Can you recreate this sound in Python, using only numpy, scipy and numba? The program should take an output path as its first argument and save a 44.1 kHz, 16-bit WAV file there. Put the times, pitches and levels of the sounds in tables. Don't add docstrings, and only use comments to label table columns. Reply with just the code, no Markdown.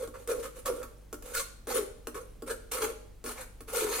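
import sys
import numpy as np
from scipy import signal
from scipy.fft import rfft, irfft
from scipy.io import wavfile
from scipy.ndimage import map_coordinates
from numba import njit

SR = 44100
rng = np.random.default_rng(int(sys.argv[2]) if len(sys.argv) > 2 else 0)


def waveform_to_disk(signal):
    frames = np.transpose(np.atleast_2d(signal))
    scaled = np.clip(frames, -1, 1) * 32767
    samples = np.round(scaled).astype(np.int16)
    wavfile.write(sys.argv[1], SR, samples)


N = 176400

# frequency_hz, density_db
AIR_SPECTRUM = [(15, -14), (26, 8.5), (60, -7), (90, -5.5), (125, -12.5), (250, -13.5), (500, -23.5),
                (1000, -28), (3000, -35.5), (9000, -40), (16000, -42)]
# pitch_hz, level_db
HUM_PARTIALS = [(49, -54), (98.5, -65), (147.5, -71.5)]
# frequency_hz, t60_s
ROOM_DECAY = [(100, 0.11), (500, 0.68), (1400, 0.5), (4000, 0.6), (10000, 0.41), (16000, 0.24)]
# pitch_hz, level_db, t60_s
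BOWL_MODES = [(243.4, -1.5, 0.41), (272.7, -1.5, 0.12), (301.4, -1, 0.32), (357, 1.5, 0.19),
              (452.6, 7.5, 0.14), (581, -12.5, 0.95), (611, -3.5, 0.33), (831, -4, 0.1), (1096, -2.5, 0.14),
              (1200, -1, 0.074), (1330, -4.5, 0.12), (1430, 1.5, 0.065), (1622, -12, 0.1),
              (2190, -40, 0.038)]
# start_s, tick_db, tick_decay_s, knock_db, knock_cutoff_hz
IMPACTS = [(.075, -44.5, 0.0027, -45.5, 1360), (.275, -35.5, 0.005, -45, 1000),
           (.658, -33.5, 0.0085, -49, 1390), (.83, -40, 0.0042, -48.5, 2000),
           (1.128, -37.5, 0.0042, -40, 1013), (1.142, -44.5, 0.0037, -47, 991),
           (1.224, -44.5, 0.004, -56, 1380), (1.351, -27, .003, -61, 1390),
           (1.671, -38.5, .003, -39.5, 1400), (2.071, -31.5, 0.0025, -38.5, 1100),
           (2.422, -41.5, 0.0022, -37, 401), (2.718, -40, 0.0082, -47.5, 1395),
           (3.241, -37.5, 0.0027, -43, 895), (3.262, -35.5, 0.0031, -39, 700),
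           (3.606, -44, 0.0048, -50, 1408), (3.682, -55.5, .003, -51.5, 1404)]
# frequency_hz, density_db
TICK_SPECTRUM = [(200, -25), (700, -3), (1300, 7.5), (2500, 0), (4500, -0.5), (7500, 4.5), (12000, 6),
                 (16000, 0)]
# start_s, rise_s, hold_s, pitch_hz, level_db
SQUEAL_EVENTS = [(0.138, .002, 0.012, 1190, -49), (0.289, .008, 0.0087, 1220, -38.5),
                 (0.301, .006, 0.019, 1514, -42.5), (0.446, 0.0099, 0.012, 1250, -45.5),
                 (.656, 0.0048, 0.019, 1113, -32.5), (.657, 0.0032, 0.015, 1282, -41),
                 (.829, 0.0025, 0.0055, 1294, -40.5), (.83, 0.0032, .014, 1120, -45),
                 (1.325, 0.022, .015, 1476, -37), (1.358, 0.0047, 0.0096, 1410, -27.5),
                 (1.393, .005, 0.016, 1120, -38), (1.395, 0.0046, 0.011, 1640, -48.5),
                 (2.161, 0.0029, 0.019, 1087, -41), (2.486, .015, 0.013, 1632, -41.5),
                 (2.5, 0.0087, 0.012, 1396, -38.5), (3.728, .01, 0.054, 1430, -44.5),
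                 (3.836, .01, 0.021, 1432, -43)]
# start_s, rise_s, hold_s, nominal_crossing_hz, level_db
ZIP_EVENTS = [(1.354, 0.012, 0.026, 487.4, -34), (1.391, 0.0041, 0.01, 556, -37),
              (3.764, 0.007, 0.048, 477.2, -43)]
# frequency_hz, density_db
ZIP_SPECTRUM = [(480, 9), (950, -14), (1450, -10), (2000, 15), (2450, 1), (2900, -55), (3900, 9), (5000, 3),
                (6400, 6), (10000, -8), (16000, -14)]
# frequency_hz, density_db
RUB_SPECTRUM = [(400, -33), (880, -11), (1120, -0.5), (1420, 1), (1700, -9), (2300, -11.5), (4000, -32.5)]
# centre_hz, width_hz, level_db
GRIND_RESONANCES = [(832, 120, 9), (1046, 120, -0.5), (1990, 210, -3.5), (2274, 230, -5.5),
                    (3350, 116, -4.5), (4300, 600, -2.5), (6100, 500, -7)]
# centre_hz, width_hz, level_db
WIRE_RESONANCES = [(5730, 95, -2), (6830, 105, 0.5), (8110, 230, -3), (9310, 320, 3.5), (10660, 240, 1),
                   (12300, 270, -0.5), (14200, 220, -4.5)]
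# frequency_hz, density_db
RASP_SPECTRUM = [(150, -44), (300, -41), (850, -16.5), (1300, -11), (2200, 4.5), (3000, 2), (4200, 0.5),
                 (5200, -4.5), (6800, 2.5), (9300, 4), (12000, 2), (14500, 1), (16000, -12.5)]
# start_s, rise_s, hold_s, crossing_hz, rasp_db, rub_db, drone_db, grind_db
STROKES = [ (-.02, .014, 0.046, 500, -45.5, -49.5, -37, -48.5),
           (0.138, 0.0034, 0.011, 500.4, -54.5, -46, -49, -60),
           (0.155, 0.0085, 0.061, 490, -57, -68, -51.5, -61),
           (0.276, 0.02, 0.022, 458, -34.5, -40, -25.5, -52),
           (0.344, .007, 0.059, 480, -48.5, -59, -36.5, -56),
           (0.424, 0.0064, 0.034, 520, -40.5, -44, -45, -50),
           (0.539, 0.026, 0.032, 499, -50, -55.5, -49, -69),
           (0.651, 0.011, 0.016, 561.2, -34.5, -38, -36, -41),
           (.68, 0.0037, .016, 480.3, -45, -58, -27.5, -56), (.708, 0.013, 0.082, 510, -52, -65, -39, -70),
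           (.812, .02, 0.0052, 548.4, -56, -44, -51.5, -64),
           (1.229, 0.031, 0.064, 490, -47.5, -55.5, -48.5, -55.5),
           (1.331, .014, 0.0089, 561.6, -31, -35.5, -47.5, -53),
           (1.362, 0.013, 0.027, 545, -29, -40.5, -44.5, -44),
           (1.671, 0.0058, 0.05, 480, -39, -41.5, -37.5, -46),
           (1.735, 0.017, 0.027, 475, -30.5, -37, -28, -40),
           (1.779, 0.01343, 0.035, 375, -46, -45, -34.5, -46.5),
           (2.141, 0.0055, 0.03, 450, -45.5, -45, -40, -51.5),
           (2.189, 0.014, 0.017, 510, -58.5, -69, -44, -62.5),
           (2.459, .02, 0.023, 490, -43.5, -44.5, -40.5, -53),
           (2.497, .006, .012, 490, -37, -49, -32.5, -42.5),
           (2.712, 0.0072, 0.027, 474, -33, -40.5, -43, -40),
           (2.743, 0.0059, 0.04, 490, -38, -42, -37, -43),
           (2.8, .025, 0.025, 440.1, -32, -35.5, -28.5, -36.5),
           (2.864, 0.0053, 0.036, 436.9, -44.5, -47.5, -32, -48.5),
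           (3.243, 0.0095, 0.068, 441.5, -40, -44, -43, -47),
           (3.343, 0.061, 0.015, 490.1, -41, -42, -50, -41),
           (3.672, 0.01, 0.082, 463.7, -45, -49, -53.5, -51),
           (3.714, 0.041, 0.06, 472.3, -31.5, -41.5, -33.5, -45),
           (3.814, 0.012, 0.02, 446.4, -33.5, -42, -28, -41),
           (3.846, 0.026, 0.059, 425.9, -36.5, -42, -38, -36.5),
           (3.882, 0.067, .09, 469.4, -32, -39.5, -41.5, -35)]

WOBBLE_HZ, FLUTTER_DB = 249.5, 3.5
TONE_RELEASE_S = 0.0082


def undb(db):
    return 10 ** (np.asarray(db) / 20)


def unit(x):
    return x / np.sqrt(np.mean(x ** 2))


def along(points, hz):
    p = np.array(points)
    return np.interp(np.log(hz + 1), np.log(p[:, 0]), p[:, 1])


def colour(x, spectrum):
    hz = np.arange(N + 1) * SR / (2 * N)
    return irfft(rfft(x, 2 * N) * unit(undb(along(spectrum, hz))))[:N]


def wander(hz):
    knots = rng.standard_normal(8000)
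    return np.sqrt(1.5) * np.interp(np.arange(N) / SR * hz, np.arange(len(knots)), knots)


def pole(x, hz, kind):
    return signal.lfilter(*signal.butter(1, min(hz, SR / 3), kind, fs=SR), x)


def pressure(t, start, rise, hold, release):
    bearing_down = np.clip((t - start) / max(rise, .001), 0, 1)
    return bearing_down * np.exp(-np.maximum(t - start - rise - hold, 0) / release)


def wavering_phase(hz, wobble):
    return 2 * np.pi * np.cumsum(hz * (1 + wobble * wander(WOBBLE_HZ))) / SR


@njit
def resonance(x, hz, width):
    y, band_state, low_state = np.empty(len(x)), 0., 0.
    for i in range(len(x)):
        g, damping = np.tan(np.pi * hz[i] / SR), width / hz[i]
        band = (band_state + g * (x[i] - low_state)) / (1 + g * (g + damping))
        band_state = 2 * band - band_state
        low_state += 2 * g * band
        y[i] = damping * band
    return y


def background(t, air_db=-54.5, air_width=0.39):
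    mid, side = (unit(colour(rng.standard_normal(N), AIR_SPECTRUM)) for _ in range(2))
    hum = sum(undb(db) * unit(np.sin(2 * np.pi * (hz * t + 0.033 * wander(2.58) + rng.random())))
              for hz, db in HUM_PARTIALS)
    return hum + undb(air_db) * (mid + air_width * side * np.array([[1], [-1]]))


def kitchen(x, early_db=-1.5, early_s=0.016, tail_db=-6, build_s=0.011, wide_hz=405, lag_s=32e-6):
    t = np.arange(SR // 2) / SR
    hz = np.arange(len(t) // 2 + 1) * SR / len(t)
    mid, side = rfft(rng.standard_normal((2, len(t))))
    side *= hz ** 2 / np.hypot(hz ** 2, wide_hz ** 2)
    diffuse = np.array([mid + side, mid - side]) / np.sqrt(2)
    early = np.exp(-t / early_s) * (t > .001)
    response = undb(early_db) * pole(irfft(diffuse) * early, hz=730, kind="high") / np.linalg.norm(early)
    for centre, t60 in ROOM_DECAY:
        band = along([(f, float(f == centre)) for f, _ in ROOM_DECAY], hz)
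        tail = np.exp(-np.log(1000) * t / t60) * np.minimum(t / build_s, 1)
        response += undb(tail_db) * irfft(diffuse * band)[:, ::-1] * tail / np.linalg.norm(tail)
    delay = np.exp(-2j * np.pi * np.arange(N // 2 + 1) * SR / N * lag_s)
    direct = np.array([irfft(rfft(x[0]) * delay, N), x[1]])
    return direct + signal.fftconvolve(x, response, axes=1)[:, :N]


def bowl_ring():
    t = np.arange(SR // 2) / SR
    ring = sum((-1) ** k * undb(db) * np.cos(2 * np.pi * hz * t) * np.exp(-np.log(1000) * t / t60)
               for k, (hz, db, t60) in enumerate(BOWL_MODES))
    return ring / np.linalg.norm(ring)


def impacts(t, ring):
    crunch, blows = np.zeros(N), np.zeros(N)
    tick_gain, knock_gain = 2, 2 * np.sqrt(0.02 * SR)
    for start, tick_db, decay_s, knock_db, cutoff_hz in IMPACTS:
        crunch += undb(tick_db) * (t >= start) * np.exp(-np.abs(t - start) / decay_s)
        impulse = 1e-18 + (np.arange(N) == int(start * SR))
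        blows += undb(knock_db) * pole(impulse, cutoff_hz, "low")
    ticks = colour(tick_gain * crunch * rng.standard_normal(N), TICK_SPECTRUM)
    return ticks + signal.fftconvolve(knock_gain * blows, ring)[:N]


def squeals(t, overtone_db=-23.5):
    out = np.zeros(N)
    phase_per_hz = wavering_phase(1, wobble=.027)
    flutter = unit(undb(FLUTTER_DB * wander(WOBBLE_HZ)))
    for start, rise, hold, hz, db in SQUEAL_EVENTS:
        on = (t > start) & (t < start + .5)
        phase = hz * phase_per_hz[on]
        tone = np.sin(phase) + undb(overtone_db) * sum(np.sin(k * phase) for k in range(2, 6))
        out[on] += undb(db) * pressure(t[on], start, rise, hold, TONE_RELEASE_S) * unit(tone)
    return out * flutter


def rim_echo(x, reflection=0.76, lag_s=0.0006966, swing=0.365, travel_hz=12):
    lag = lag_s * SR * np.exp(swing * wander(travel_hz))
    return (x + reflection * map_coordinates(x, [np.arange(N) - lag])) / np.hypot(1, reflection)


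def zips(t, rate_ratio=0.96):
    out = np.zeros(N)
    cycles_per_hz = wavering_phase(rate_ratio, wobble=0.0132) / (2 * np.pi)
    for start, rise, hold, hz, db in ZIP_EVENTS:
        clicks = np.sinc((hz * cycles_per_hz % 1 - .5) * SR / hz)
        out += undb(db) * pressure(t, start, rise, hold, TONE_RELEASE_S) * unit(clicks)
    return colour(rim_echo(out), ZIP_SPECTRUM)


def snags(grip, per_s=5200, spread_db=3):
    sizes = rng.choice([-1, 1], N) * undb(spread_db * np.minimum(rng.exponential(size=N), 5))
    return unit((rng.random(N) < per_s / SR) * sizes * grip)


def ringing_wires(x, resonances, drift=0.041, flicker_db=4, shift_hz=30.25):
    out = np.zeros(N)
    for hz, width, db in resonances:
        gain = undb(db + flicker_db * wander(shift_hz))
        centre = hz * np.exp(drift * wander(shift_hz))
        out += gain * resonance(x, centre, float(width))
    return unit(out)


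def mesh_drone(phase, skew_rad=0.29, turn_hz=43.3, octave_db=-25.5):
    skew = skew_rad * wander(turn_hz) * np.array([[1], [-1]])
    tone = np.sin(phase + skew) + undb(octave_db) * np.sin(2 * phase)
    return unit(tone * undb(FLUTTER_DB * wander(WOBBLE_HZ)))


def wire_rasp(envelope, grip, width=0.94, bright_db=-1.5):
    shared, left, right = (rim_echo(colour(snags(grip) * envelope, RASP_SPECTRUM)) for _ in range(3))
    broadband = (shared + width * np.array([left, right])) / np.hypot(1, width)
    bright = np.array([ringing_wires(snags(grip, per_s=1700), WIRE_RESONANCES) for _ in range(2)])
    return (broadband + undb(bright_db) * envelope * bright) / np.hypot(1, undb(bright_db))


def stroke_envelopes(t, glide_db=-62, glide_fade_s=0.19, release_s=0.011, drone_release_s=0.01471):
    contact = 1e-9 + np.max([pressure(t, *row[:3], glide_fade_s) for row in STROKES], axis=0)
    glide = undb(glide_db) * contact
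    rasp, rub, grind, drone = glide, 0, 0, glide
    weighted_hz = glide * np.mean([row[3] for row in STROKES])
    for start, rise, hold, hz, rasp_db, rub_db, drone_db, grind_db in STROKES:
        push = pressure(t, start, rise, hold, release_s)
        rasp = np.hypot(rasp, undb(rasp_db) * push)
        rub = np.hypot(rub, undb(rub_db) * push)
        grind = np.hypot(grind, undb(grind_db) * push)
        swing = undb(drone_db) * pressure(t, start, rise, hold, drone_release_s)
        drone = drone + swing
        weighted_hz += hz * swing
    return rasp, rub, grind, drone, weighted_hz / drone


def scraping(t, ring, grip_db=2, grip_hz=169.14, slip_depth=.3, rasp_to_bowl_db=-23, drone_to_bowl_db=-9.5):
    rasp, rub, grind, drone, crossing_hz = stroke_envelopes(t)
    phase = wavering_phase(crossing_hz, wobble=0.0704)
    grip = undb(grip_db * wander(grip_hz)) * (1 + slip_depth * np.cos(phase))
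    wires = wire_rasp(rasp, grip)
    rubbing = rub * unit(colour(snags(grip), RUB_SPECTRUM))
    grinding = grind * ringing_wires(snags(grip), GRIND_RESONANCES)
    light_snags = pole(rasp * snags(grip), hz=700, kind="high")
    shake = undb(rasp_to_bowl_db) * light_snags + undb(drone_to_bowl_db) * drone * snags(grip)
    bowl = signal.fftconvolve(shake, ring)[:N]
    return wires + rubbing + grinding + drone * mesh_drone(phase) + bowl


def scene():
    t = np.arange(N) / SR
    ring = bowl_ring()
    spoon = scraping(t, ring) + squeals(t) + zips(t) + impacts(t, ring)
    return undb(-4.5) * kitchen(spoon) + background(t)


def record(dry):
    cutoff_hz = 16200
    return signal.sosfilt(signal.ellip(10, .2, 80, cutoff_hz, fs=SR, output="sos"), dry)


dry = scene()
out = record(dry)
waveform_to_disk(out)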